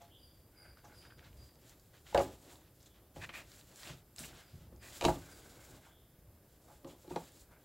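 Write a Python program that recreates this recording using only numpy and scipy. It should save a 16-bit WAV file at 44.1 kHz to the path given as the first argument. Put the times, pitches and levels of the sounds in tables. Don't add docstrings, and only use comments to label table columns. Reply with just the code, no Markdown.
import sys
import numpy as np
from scipy import signal
from scipy.fft import rfft, irfft, next_fast_len
from scipy.io import wavfile

SR = 44100
rng = np.random.default_rng(int(sys.argv[2]) if len(sys.argv) > 2 else 0)


def wav_record(signal):
    frames = np.transpose(np.atleast_2d(signal))
    bounded = np.clip(frames, -1, 1)
    quanta = np.round(bounded * 32767).astype(np.int16)
    wavfile.write(sys.argv[1], SR, quanta)


def volts_from_db(level):
    exponent = np.asarray(level, float) / 20
    return 10 ** exponent


N = 336924

# (frequency [Hz], level [dB])
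FLOOR_COLOUR = [(12, -56), (20, -9.5), (59, -8), (113, -3), (192, -12.5), (556, -17.5), (972, -32),
                (1560, -25.5), (2310, -33), (4040, -42), (4920, -31), (6150, -40.5), (12400, -25),
                (14600, -28), (15900, -28.5)]
FLOOR_DB = -67
SELF_NOISE_DB, SELF_NOISE_HZ = -79.5, 4820
TOP_HZ = 15800
ROOM_T60_S, ROOM_DB, WALL_CUT_HZ = 0.15, -9.5, 15000

# (time [s], peak [dB], pitch [Hz], t60 [s])
TABLE_THUDS = [(2.147, -32, 64, 0.26), (5.059, -24, 114, 0.1), (5.052, -30, 195, 0.14),
               (0.0, -57, 690, .25), (2.165, -33, 240, .2), (3.178, -44, 78, .25), (4.203, -49, 165, .2),
               (5.056, -30, 275, .2), (5.665, -57, 370, .4), (7.12, -46, 170, .3), (7.16, -42, 170, .2)]
# (time [s], peak [dB], pitch [Hz], t60 [s])
CLOTH_BOOMS = [(2.148, -31, 484, .1), (2.1785, -18, 560, .11), (2.156, -24, 720, 0.068),
               (2.184, -26, 780, .09), (2.149, -31, 1550, .05), (7.161, -35, 900, .06),
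               (7.108, -43, 900, .06), (2.215, -33, 381, 0.14), (5.052, -27.5, 351, 0.16),
               (5.084, -31, 373, .1), (5.122, -35.5, 354, 0.16), (5.125, -37, 150, .1),
               (5.16, -41, 280, 0.18), (6.846, -42.5, 330, 0.16), (6.848, -46.5, 551, 0.12),
               (7.08, -49, 366, .06), (7.111, -36.5, 369.6, .15), (7.16, -29, 373.4, .06)]
THUD_RISE_S, BOOM_RISE_S = 0.0074, 0.0013

# (time [s], peak [dB], crack re peak [dB], favoured pitch [Hz], t60 [s])
HOOP_KNOCKS = [(2.126, -41, -16, 560, 0.039), (2.1462, -16, -12.5, 544, 0.17),
               (2.157, -44, -15, 606, 0.043), (2.1763, -22, -3.5, 560, 0.18), (2.1935, -35, -8, 360, 0.062),
               (2.202, -25, -27, 620, 0.078), (3.1613, -40, -14, 405, 0.15), (5.011, -32.5, 3, 815, 0.13),
               (5.0223, -28, -4, 536, 0.19), (5.0418, -25.5, -3, 765, 0.055), (5.0505, -20, 3, 740, 0.039),
               (5.057, -21, -17, 347, 0.1), (5.069, -30, -25, 280, 0.38), (5.083, -19, -33, 710, 0.059),
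               (5.094, -22.5, -37, 335, 0.033), (7.044, -50, -25, 516, 0.16), (7.078, -46, -30, 400, 0.08),
               (7.106, -39, -12, 376, 0.2), (7.1603, -29, -8.5, 490, 0.038)]
# (time [s], peak [dB], crack re peak [dB], favoured pitch [Hz])
HOOP_NUDGES = [(0.012, -54.5, -16, 714), (0.842, -53, -22, 745), (2.51, -53.5, -17, 820),
               (3.219, -49.5, -8, 150), (3.9, -43.5, -24, 193), (4.201, -44, -13, 165),
               (4.535, -45.5, -27, 161), (4.7226, -47.5, -28, 298), (6.68, -58.5, -22, 900),
               (6.7, -58, -29, 1200), (6.846, -41, -9, 310), (7.51, -59, -20, 955)]
NUDGE_T60_S = 0.25
# (frequency [Hz], level [dB], share of t60 [ratio])
HOOP_MODES = [(62.3, 8.5, 2.1), (129.4, 4, 0.67), (164.8, -3.5, 1.47), (235.8, -5, 0.88),
              (280, -11.5, 1.16), (359, 1, 0.51), (511, -6.5, 0.2), (526, 2, 0.38), (556, 0, 0.25),
              (644.7, -6, 0.86), (733, -1.5, 0.42), (840, -5, 1.04), (955, -6, 0.75), (1024, -18, 0.41),
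              (1165, -4, 0.42), (1286, -6, 0.46), (1640, -24, 0.57), (1785, -10, 0.36)]
# (frequency [Hz], density [dB per Hz])
CRACK_COLOUR = [(710, -34), (1200, -21), (2530, -4.5), (4100, -7), (5320, -14), (7190, -14.5),
                (15800, -36.5)]
# (frequency [Hz], density [dB per Hz])
RATTLE_COLOUR = [(700, -3), (1000, -9), (1600, -13.5), (2300, -27.5)]

# (time [s], hold [s], scratch [dB], fibre hiss [dB])
YARN_PULLS = [(.015, 0.038, -66.5, -77), (.78, .01, -73, -78), (.84, 0.15, -71.5, -71.5),
              (1.01, 0.055, -66, -79), (1.12, .005, -76, -80), (1.185, .02, -68, -77),
              (1.23, .05, -66, -76), (1.94, 0.026, -65.5, -76), (2.07, 0.082, -60.5, -66.5),
              (2.15, 0.095, -55.5, -55.5), (2.27, 0.062, -65, -62), (2.945, 0.037, -71, -90),
              (3.165, 0.05, -61, -65.5), (3.22, 0.015, -54, -60.5), (3.295, .015, -64, -80),
              (3.34, 0.035, -57, -57), (3.89, 0.0078, -51.5, -61), (4.19, 0.063, -56.5, -53),
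              (4.2, 0.21, -61, -66), (4.83, 0.056, -56.5, -59), (4.9, 0.15, -59, -55.5),
              (5.04, 0.053, -51.5, -49), (5.1, 0.047, -55, -54.5), (5.15, 0.074, -63.5, -62),
              (5.25, 0.51, -68, -64), (6.875, 0.047, -69, -65), (7.1, 0.19, -65, -66),
              (7.515, 0.012, -74, -72)]
PULL_RISE_DB_PER_S, PULL_FALL_DB_PER_S = 655, 208
# (time [s], hold [s], scratch [dB], fibre hiss [dB])
FINGER_BRUSHES = [(.6, .06, -79, -79), (1.4, 0.067, -70.5, -71), (1.7, 0.016, -67, -66),
                  (2.51, 0.0055, -64, -59.5), (2.6, 0.069, -71.5, -82), (2.82, 0.052, -75.5, -72),
                  (3.53, 0.065, -65, -62), (3.79, 0.083, -63, -59), (3.88, 0.0024, -54, -58.5),
                  (4.5, 0.14, -69.5, -73.5), (5.85, 0.0061, -68, -66.5), (1.83, 0.033, -78, -72.5),
                  (2.0, 0.055, -80, -71), (6.0, .05, -83, -79), (6.52, 0.037, -77.5, -74.5),
                  (6.7, 0.075, -74.5, -69.5), (7.0, 0.076, -74, -71.5), (7.3, 0.12, -70.5, -65.5),
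                  (7.62, .02, -74, -77)]
BRUSH_RISE_DB_PER_S, BRUSH_FALL_DB_PER_S = 79, 157
REST_SCRATCH_DB, REST_HISS_DB = -80, -81.5
# (time [s], hold [s], squeak [dB], scratch [dB])
TIGHT_DRAGS = [
    (3.22, 0.0072, -51, -46.5),
    (3.236, .012, -50.5, -46),
    (3.34, 0.025, -50.5, -50),
    (3.37, 0.011, -56, -52),
    (3.39, 0.028, -58.5, -50.5),
    (4.83, 0.02, -59, -62),
    (4.86, .025, -58.5, -62),
]
DRAG_RISE_DB_PER_S, DRAG_FALL_DB_PER_S = 900, 800
# (time [s], hold [s], level [dB])
HOLLOW_STIRS = [(.57, 0.16, -69), (.62, 0.045, -65), (.78, 0.037, -68.5), (.9, 0.07, -70.5),
                (1.05, 0.021, -68), (1.23, .035, -64), (4.33, 0.094, -68.5), (5.2, 0.2, -66),
                (5.45, 0.29, -67), (5.85, 0.015, -65), (5.9, .02, -71), (6.15, 0.048, -82),
                (6.68, 0.065, -74.5), (7.515, 0.051, -68)]
STIR_RISE_DB_PER_S, STIR_FALL_DB_PER_S = 302, 250
# (frequency [Hz], density [dB per Hz])
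SCRATCH_COLOUR = [(600, 2), (900, -5.5), (1500, -1), (2500, -3.5), (3500, -2), (5500, -9), (7200, -10.5)]
# (frequency [Hz], width [Hz], level [dB])
SCRATCH_MODES = [(1650, 170, -4), (3400, 1100, -7)]
# (frequency [Hz], density [dB per Hz])
FIBRE_COLOUR = [(2350, -17), (4000, -6), (6230, -7.5), (7270, -1.5), (9750, -10.5), (10300, -8.5),
                (12100, -9), (15100, -15), (15800, -5.5)]
# (frequency [Hz], width [Hz], level [dB])
SQUEAK_MODES = [(1250, 250, -10), (1900, 400, 1), (2450, 300, 0)]
# (frequency [Hz], width [Hz], level [dB])
AIR_MODES = [(1540, 220, 0), (2120, 240, -6), (850, 300, -7)]

# (time [s], peak [dB], pitch [Hz], t60 [s])
WOOL_SCUFFS = [(0.849, -45, 1400, 0.039), (1.05, -43, 1700, 0.06), (1.1, -49, 3200, .06),
               (1.1, -45, 1650, 0.1), (1.934, -49, 1670, 0.12), (3.29, -31, 2360, 0.056),
               (3.3387, -37, 2500, 0.04), (3.214, -37, 1900, 0.091), (3.232, -39, 1900, 0.068),
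               (3.236, -39, 2450, .1), (3.34, -37, 1940, 0.11), (3.348, -36, 2450, .07),
               (3.366, -33.5, 2530, 0.17), (4.2341, -34, 2660, 0.074), (4.8313, -45, 2380, 0.05),
               (0.017, -47.5, 6600, 0.046), (.845, -47, 6000, 0.082), (1.02, -50, 2850, 0.1),
               (1.241, -48, 4200, 0.11), (2.149, -24, 1480, 0.14), (2.19, -27.5, 1090, 0.19),
               (5.08, -27.5, 1200, .15), (6.68, -52, 1200, .15), (2.178, -27, 2100, 0.11),
               (3.8, -51, 10000, .15), (4.195, -33.5, 9500, 0.13), (2.192, -29, 6400, 0.014),
               (2.80, -52, 5100, 0.28), (5.865, -45.5, 1080, 0.12), (3.291, -35, 2960, .06),
               (3.291, -37, 1340, .04), (2.858, -48, 3800, 0.086), (2.858, -45.5, 7100, 0.076),
               (2.2, -53, 2800, .12), (7.118, -42.5, 2600, .08), (6.865, -53, 3700, .08),
               (7.521, -58, 1400, 0.14), (6.888, -49.5, 3300, 0.3), (6.872, -45, 7200, 0.074),
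               (7.112, -43, 1300, 0.076), (7.1632, -29, 1380, 0.036), (7.505, -56, 1450, 0.092)]
# (time [s], peak [dB], pitch [Hz])
NEEDLE_TICKS = [(0.021, -54, 1230), (0.7714, -44.5, 1500), (0.773, -48, 4500), (7.078, -48, 4000),
                (7.105, -49, 4000), (0.925, -45, 1450), (1.1216, -40.5, 1510), (1.193, -45, 2100),
                (1.193, -48, 3200), (1.33, -48, 2900), (1.556, -46, 4850), (1.695, -37.5, 7150),
                (1.797, -44, 7020), (2.065, -52, 7200), (2.0675, -41, 3430), (2.5552, -50, 1230),
                (2.556, -42, 4000), (3.562, -42, 9000), (3.611, -42, 4200), (3.825, -40, 5500),
                (3.8325, -39, 6600), (3.833, -40, 1800), (3.853, -37, 3000), (4.372, -45, 7000),
                (4.762, -47, 7200), (2.8287, -44, 7260), (3.517, -41, 5340), (3.5934, -49, 4100),
                (3.7155, -43, 5000), (3.759, -34.5, 7010), (3.832, -30.5, 4600), (3.8736, -33, 2900),
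                (3.899, -33, 2400), (4.162, -34, 7400), (4.1833, -27, 5000), (4.1918, -24, 8400),
                (4.3298, -40, 1450), (4.37, -54, 1560), (6.675, -62, 1250), (6.8462, -42, 1250),
                (7.32, -42, 7600), (7.5196, -57, 1440)]
TICK_T60_S, SCUFF_RISE_S = 0.012, 0.0019

# (time [s], hold [s], cloth drum [dB], rumble [dB])
HAND_PRESSES = [(.02, 0.097, -69, -66.5), (.67, 0.041, -73, -60), (.84, 0.26, -67, -64.5),
                (1.17, 0.27, -67, -59), (1.71, 0.013, -64.5, -63), (1.98, 0.18, -71, -64),
                (2.17, 0.093, -51, -50), (2.4, 0.21, -65, -65), (2.95, 0.086, -68.5, -66),
                (3.17, 0.027, -59.5, -53), (3.25, 0.2, -65, -63), (3.71, 0.0075, -64.5, -66),
                (3.87, 0.039, -58, -56), (4.2, 0.15, -62, -61.5), (4.53, 0.25, -68.5, -57),
                (4.83, 0.17, -64, -63.5), (5.06, 0.034, -44.5, -40.5), (5.24, 0.35, -63.5, -63),
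                (5.67, 0.11, -62.5, -61), (6.19, 0.15, -77, -61.5), (6.65, 0.17, -67.5, -65),
                (6.86, 0.022, -54.5, -62), (6.905, 0.018, -57.5, -66), (7.12, 0.087, -56, -60),
                (7.35, 0.17, -68.5, -65)]
PRESS_RISE_DB_PER_S, PRESS_FALL_DB_PER_S = 403, 135
REST_DRUM_DB, REST_RUMBLE_DB = -71, -68
# (frequency [Hz], density [dB per Hz])
DRUM_COLOUR = [(88, -35), (150, -9.5), (275, 0), (306, 1), (360, 0), (448, -4.5), (556, -3.5),
               (1300, -15.5), (1690, -74), (2860, -120)]
# (frequency [Hz], density [dB per Hz])
RUMBLE_COLOUR = [(12, -23), (20, -20), (59, 7.5), (87, 3), (118, 2.5), (140, 0), (220, -10), (290, -30),
                 (480, -120)]

# (time [s], top pitch [Hz], length [s], level [dB], octave partial re level [dB])
HUSKY_CALLS = [
    (.095, 3330, 0.085, -68, -32),
    (2.88, 3380, 0.05, -78, -30),
    (5.81, 3400, 0.22, -78, -33),
]
# (time [s], top pitch [Hz], length [s], level [dB], octave partial re level [dB])
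FAR_CHIRPS = [
    (.172, 4880, 0.12, -71.5, -10),
    (.545, 4864, 0.11, -68, -7),
    (.925, 4896, 0.09, -68.5, -7.5),
    (1.03, 4900, 0.15, -82, -15),
    (1.355, 4884, 0.096, -72, -11),
    (4.385, 4960, .12, -77.5, -25),
    (4.785, 4930, 0.049, -72.5, -13),
    (5.28, 4900, 0.079, -72.5, -1),
]
CALL_GLIDE = [(0, .95), (.4, .98), (.6, 1.015), (1, 1.02)]
CHIRP_GLIDE = [(0, .99), (.2, 1.0), (.55, .993), (.78, .965), (1, .925)]
YARD_T60_S, YARD_DB = 0.66, 6


def rms_one(x):
    return x / np.sqrt(np.mean(x ** 2) + 1e-30)


def shaped(x, spectrum):
    hz, db = np.transpose(spectrum)
    size = next_fast_len(len(x), real=True)
    octave = np.log2(np.fft.rfftfreq(size, 1 / SR) + 1)
    below = np.maximum(np.log2(hz[0]) - octave, 0)
    above = np.maximum(octave - np.log2(hz[-1]), 0)
    gain = volts_from_db(np.interp(octave, np.log2(hz), db) - 22 * (below + above))
    return rms_one(irfft(rfft(x, size) * gain, size)[:len(x)])


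def drift(rate):
    r = np.exp(-2 * np.pi * rate / SR)
    slow = signal.lfilter([1], [1, -2 * r, r * r], rng.standard_normal(N + SR))
    return rms_one(slow[SR:])


def ring(x, hz, t60):
    r, w = volts_from_db(-60 / (t60 * SR)), 2 * np.pi * hz / SR
    return signal.lfilter([0, np.sin(w)], [1, -2 * r * np.cos(w), r * r], x + 1e-18)


def resonant(x, modes):
    total = 0
    for hz, width, db in modes:
        t60 = np.log(1000) / np.pi / width
        total = total + volts_from_db(db) * rms_one(ring(x, hz, t60))
    return rms_one(total)


def add(out, s, sound):
    i = round(s * SR)
    out[i:i + len(sound)] += sound[:N - i]


def gestures(rows, rise_db_per_s, fall_db_per_s, rest_db):
    t = np.arange(0, N + 64, 64)[:, None] / SR
    s, hold, *levels = np.transpose(rows)
    below = rise_db_per_s * np.maximum(s - t, 0) + fall_db_per_s * np.maximum(t - s - hold, 0)
    gains = []
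    for db, rest in zip(levels, rest_db):
        gain = volts_from_db(np.maximum((db - below).max(axis=1), rest))
        gains.append(np.interp(np.arange(N) / SR, t[:, 0], gain))
    return gains


def fibres(per_s, spread_db, clump_db):
    sizes = volts_from_db(spread_db * np.minimum(rng.exponential(1, N), 5))
    signs = np.sign(rng.random(N) - 0.5)
    slips = rng.random(N) < per_s / SR
    return sizes * signs * slips * volts_from_db(clump_db * drift(17.0))


def room(x, t60):
    t = np.arange(SR // 2) / SR
    tail = rng.standard_normal(len(t)) * volts_from_db(-60 * t / t60) * (t > 0.004)
    tail = signal.sosfilt(signal.butter(1, WALL_CUT_HZ, fs=SR, output="sos"), tail)
    return signal.fftconvolve(x, tail / np.sqrt(np.sum(tail ** 2)))[:N]


def room_floor():
    return volts_from_db(FLOOR_DB) * shaped(rng.standard_normal(N), FLOOR_COLOUR)


def self_noise():
    high_pass = signal.butter(6, SELF_NOISE_HZ, "high", fs=SR, output="sos")
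    hiss = signal.lfilter([1, 0.3], [1], rng.standard_normal(N))
    return volts_from_db(SELF_NOISE_DB) * signal.sosfilt(high_pass, hiss) * [[1], [-1]]


def thuds(rows, rise_s):
    out, t = np.zeros(N), np.arange(SR // 3) / SR
    for s, peak_db, hz, t60 in rows:
        swell = volts_from_db(peak_db - 60 * t / t60) * (1 - np.exp(-t / rise_s))
        add(out, s, swell * np.sin(2 * np.pi * hz * t))
    return out


def knocks():
    out, t = np.zeros(N), np.arange(SR // 3) / SR
    contacts = sorted([tuple(row) for row in HOOP_KNOCKS] + [(*row, NUDGE_T60_S) for row in HOOP_NUDGES])
    chance = rng.normal(0, 1, (len(contacts), len(HOOP_MODES)))
    push = t * np.exp(-t / 0.000055)
    for (s, peak_db, crack_db, centre_hz, t60), luck in zip(contacts, chance):
        modes = np.zeros(len(t))
        for k, (hz, db, share) in enumerate(HOOP_MODES):
            mode_db = db + 4.94 * luck[k] - 14.1 * np.abs(np.log2(hz / centre_hz))
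            modes += (-1) ** k * volts_from_db(mode_db) * ring(push, hz, t60 * share)
        modes *= 1 - 0.8 * np.exp(-(t / 0.0028) ** 2)
        crack = shaped(rng.standard_normal(len(t)), CRACK_COLOUR)
        crack *= np.exp(-t / 0.0028) + 0.2 * np.exp(-t / 0.0075)
        snap = np.sin(2 * np.pi * 900 * t) * np.exp(-t / 0.0002) * 6.8
        rattle_db = -14.0 + 10.7 * np.log2(centre_hz / 600) - 90 * t / t60
        rattle = shaped(rng.standard_normal(len(t)), RATTLE_COLOUR) * volts_from_db(rattle_db)
        knock = modes / np.abs(modes).max() + rattle + volts_from_db(crack_db - 7.5) * (crack + snap)
        add(out, s, volts_from_db(peak_db) * knock)
    return out


def rubbing():
    rest_db, silent_db = [REST_SCRATCH_DB, REST_HISS_DB], [-120]
    pulls = gestures(YARN_PULLS, PULL_RISE_DB_PER_S, PULL_FALL_DB_PER_S, rest_db)
    brushes = gestures(FINGER_BRUSHES, BRUSH_RISE_DB_PER_S, BRUSH_FALL_DB_PER_S, rest_db)
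    scratch_gain, hiss_gain = np.maximum(pulls, brushes)
    drag_gain, bite_gain = gestures(TIGHT_DRAGS, DRAG_RISE_DB_PER_S, DRAG_FALL_DB_PER_S, silent_db * 2)
    stir_gain, = gestures(HOLLOW_STIRS, STIR_RISE_DB_PER_S, STIR_FALL_DB_PER_S, silent_db)

    slips = shaped(fibres(9000, spread_db=2.0, clump_db=1.45), SCRATCH_COLOUR)
    scratch = rms_one(slips + volts_from_db(-29.0) * resonant(slips, SCRATCH_MODES))
    scratch *= 1 - 0.55 * np.clip(drag_gain / volts_from_db(-66), 0, 1)
    hiss = shaped(fibres(16000, spread_db=3.0, clump_db=2.0), FIBRE_COLOUR)
    catches = fibres(2500, spread_db=2.5, clump_db=2.0)
    drag = np.zeros(N)
    for mode in SQUEAK_MODES:
        drag += volts_from_db(mode[2]) * resonant(resonant(catches, [mode]), [mode])
    hollow = resonant(fibres(6000, spread_db=1.5, clump_db=2.5), AIR_MODES)
    rub = np.maximum(scratch_gain, bite_gain) * scratch + hiss_gain * hiss
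    return rub + drag_gain * rms_one(drag) + stir_gain * hollow


def ticks():
    out, t = np.zeros(N), np.arange(SR // 10) / SR
    needle = [(*row, TICK_T60_S, 0) for row in NEEDLE_TICKS]
    wool = [(*row, SCUFF_RISE_S) for row in WOOL_SCUFFS]
    for s, peak_db, hz, t60, rise_s in needle + wool:
        burst = rng.standard_normal(len(t)) * volts_from_db(-60 * t / t60) * (1 - np.exp(-t / (rise_s + 1e-9)))
        burst[0] = 0 if rise_s else 2.8
        tone = ring(burst, hz, 9.8 / hz)
        broad = 0.13 * np.diff(burst, prepend=0) / 3
        add(out, s, volts_from_db(peak_db - 8.5) * (tone / np.abs(tone).max() + broad))
    return out


def handling():
    rest_db = [REST_DRUM_DB, REST_RUMBLE_DB]
    drum_gain, rumble_gain = gestures(HAND_PRESSES, PRESS_RISE_DB_PER_S, PRESS_FALL_DB_PER_S, rest_db)
    drum = shaped(fibres(2500, spread_db=1.5, clump_db=1.5), DRUM_COLOUR)
    rumble = shaped(rng.standard_normal(N), RUMBLE_COLOUR) * volts_from_db(0.66 * drift(11))
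    return drum_gain * drum + rumble_gain * rumble


def whistles(calls, bend, rough):
    out, waver = np.zeros(N), drift(151)
    for s, hz, length, level_db, octave_db in calls:
        u = np.linspace(0, 1, round(length * SR))
        glide = np.interp(u, *np.transpose(bend))
        pitch = hz * glide * (1 + rough * waver[round(s * SR):][:len(u)])
        phase = 2 * np.pi * np.cumsum(pitch) / SR
        voice = np.sin(phase) + volts_from_db(octave_db) * np.sin(2 * phase)
        add(out, s, volts_from_db(level_db) * np.sin(np.pi * u) ** 0.71 * voice)
    return out


def outside():
    calls = whistles(HUSKY_CALLS, CALL_GLIDE, rough=0.06) + whistles(FAR_CHIRPS, CHIRP_GLIDE, rough=0.016)
    return calls + volts_from_db(YARD_DB) * room(calls, YARD_T60_S)


def scene():
    hits = thuds(TABLE_THUDS, THUD_RISE_S) + thuds(CLOTH_BOOMS, BOOM_RISE_S) + knocks() + ticks()
    echoes = volts_from_db(ROOM_DB) * room(hits, ROOM_T60_S)
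    mono = room_floor() + hits + echoes + rubbing() + handling() + outside()
    return np.array([mono, mono])


def roll_off(x):
    return signal.sosfilt(signal.butter(12, 16410, fs=SR, output="sos"), x)


def record(dry):
    top_cut = signal.ellip(12, 0.3, 55, TOP_HZ, fs=SR, output="sos")
    mix = signal.sosfilt(top_cut, dry + self_noise())
    return roll_off(mix)


dry = scene()
out = record(dry)
wav_record(out)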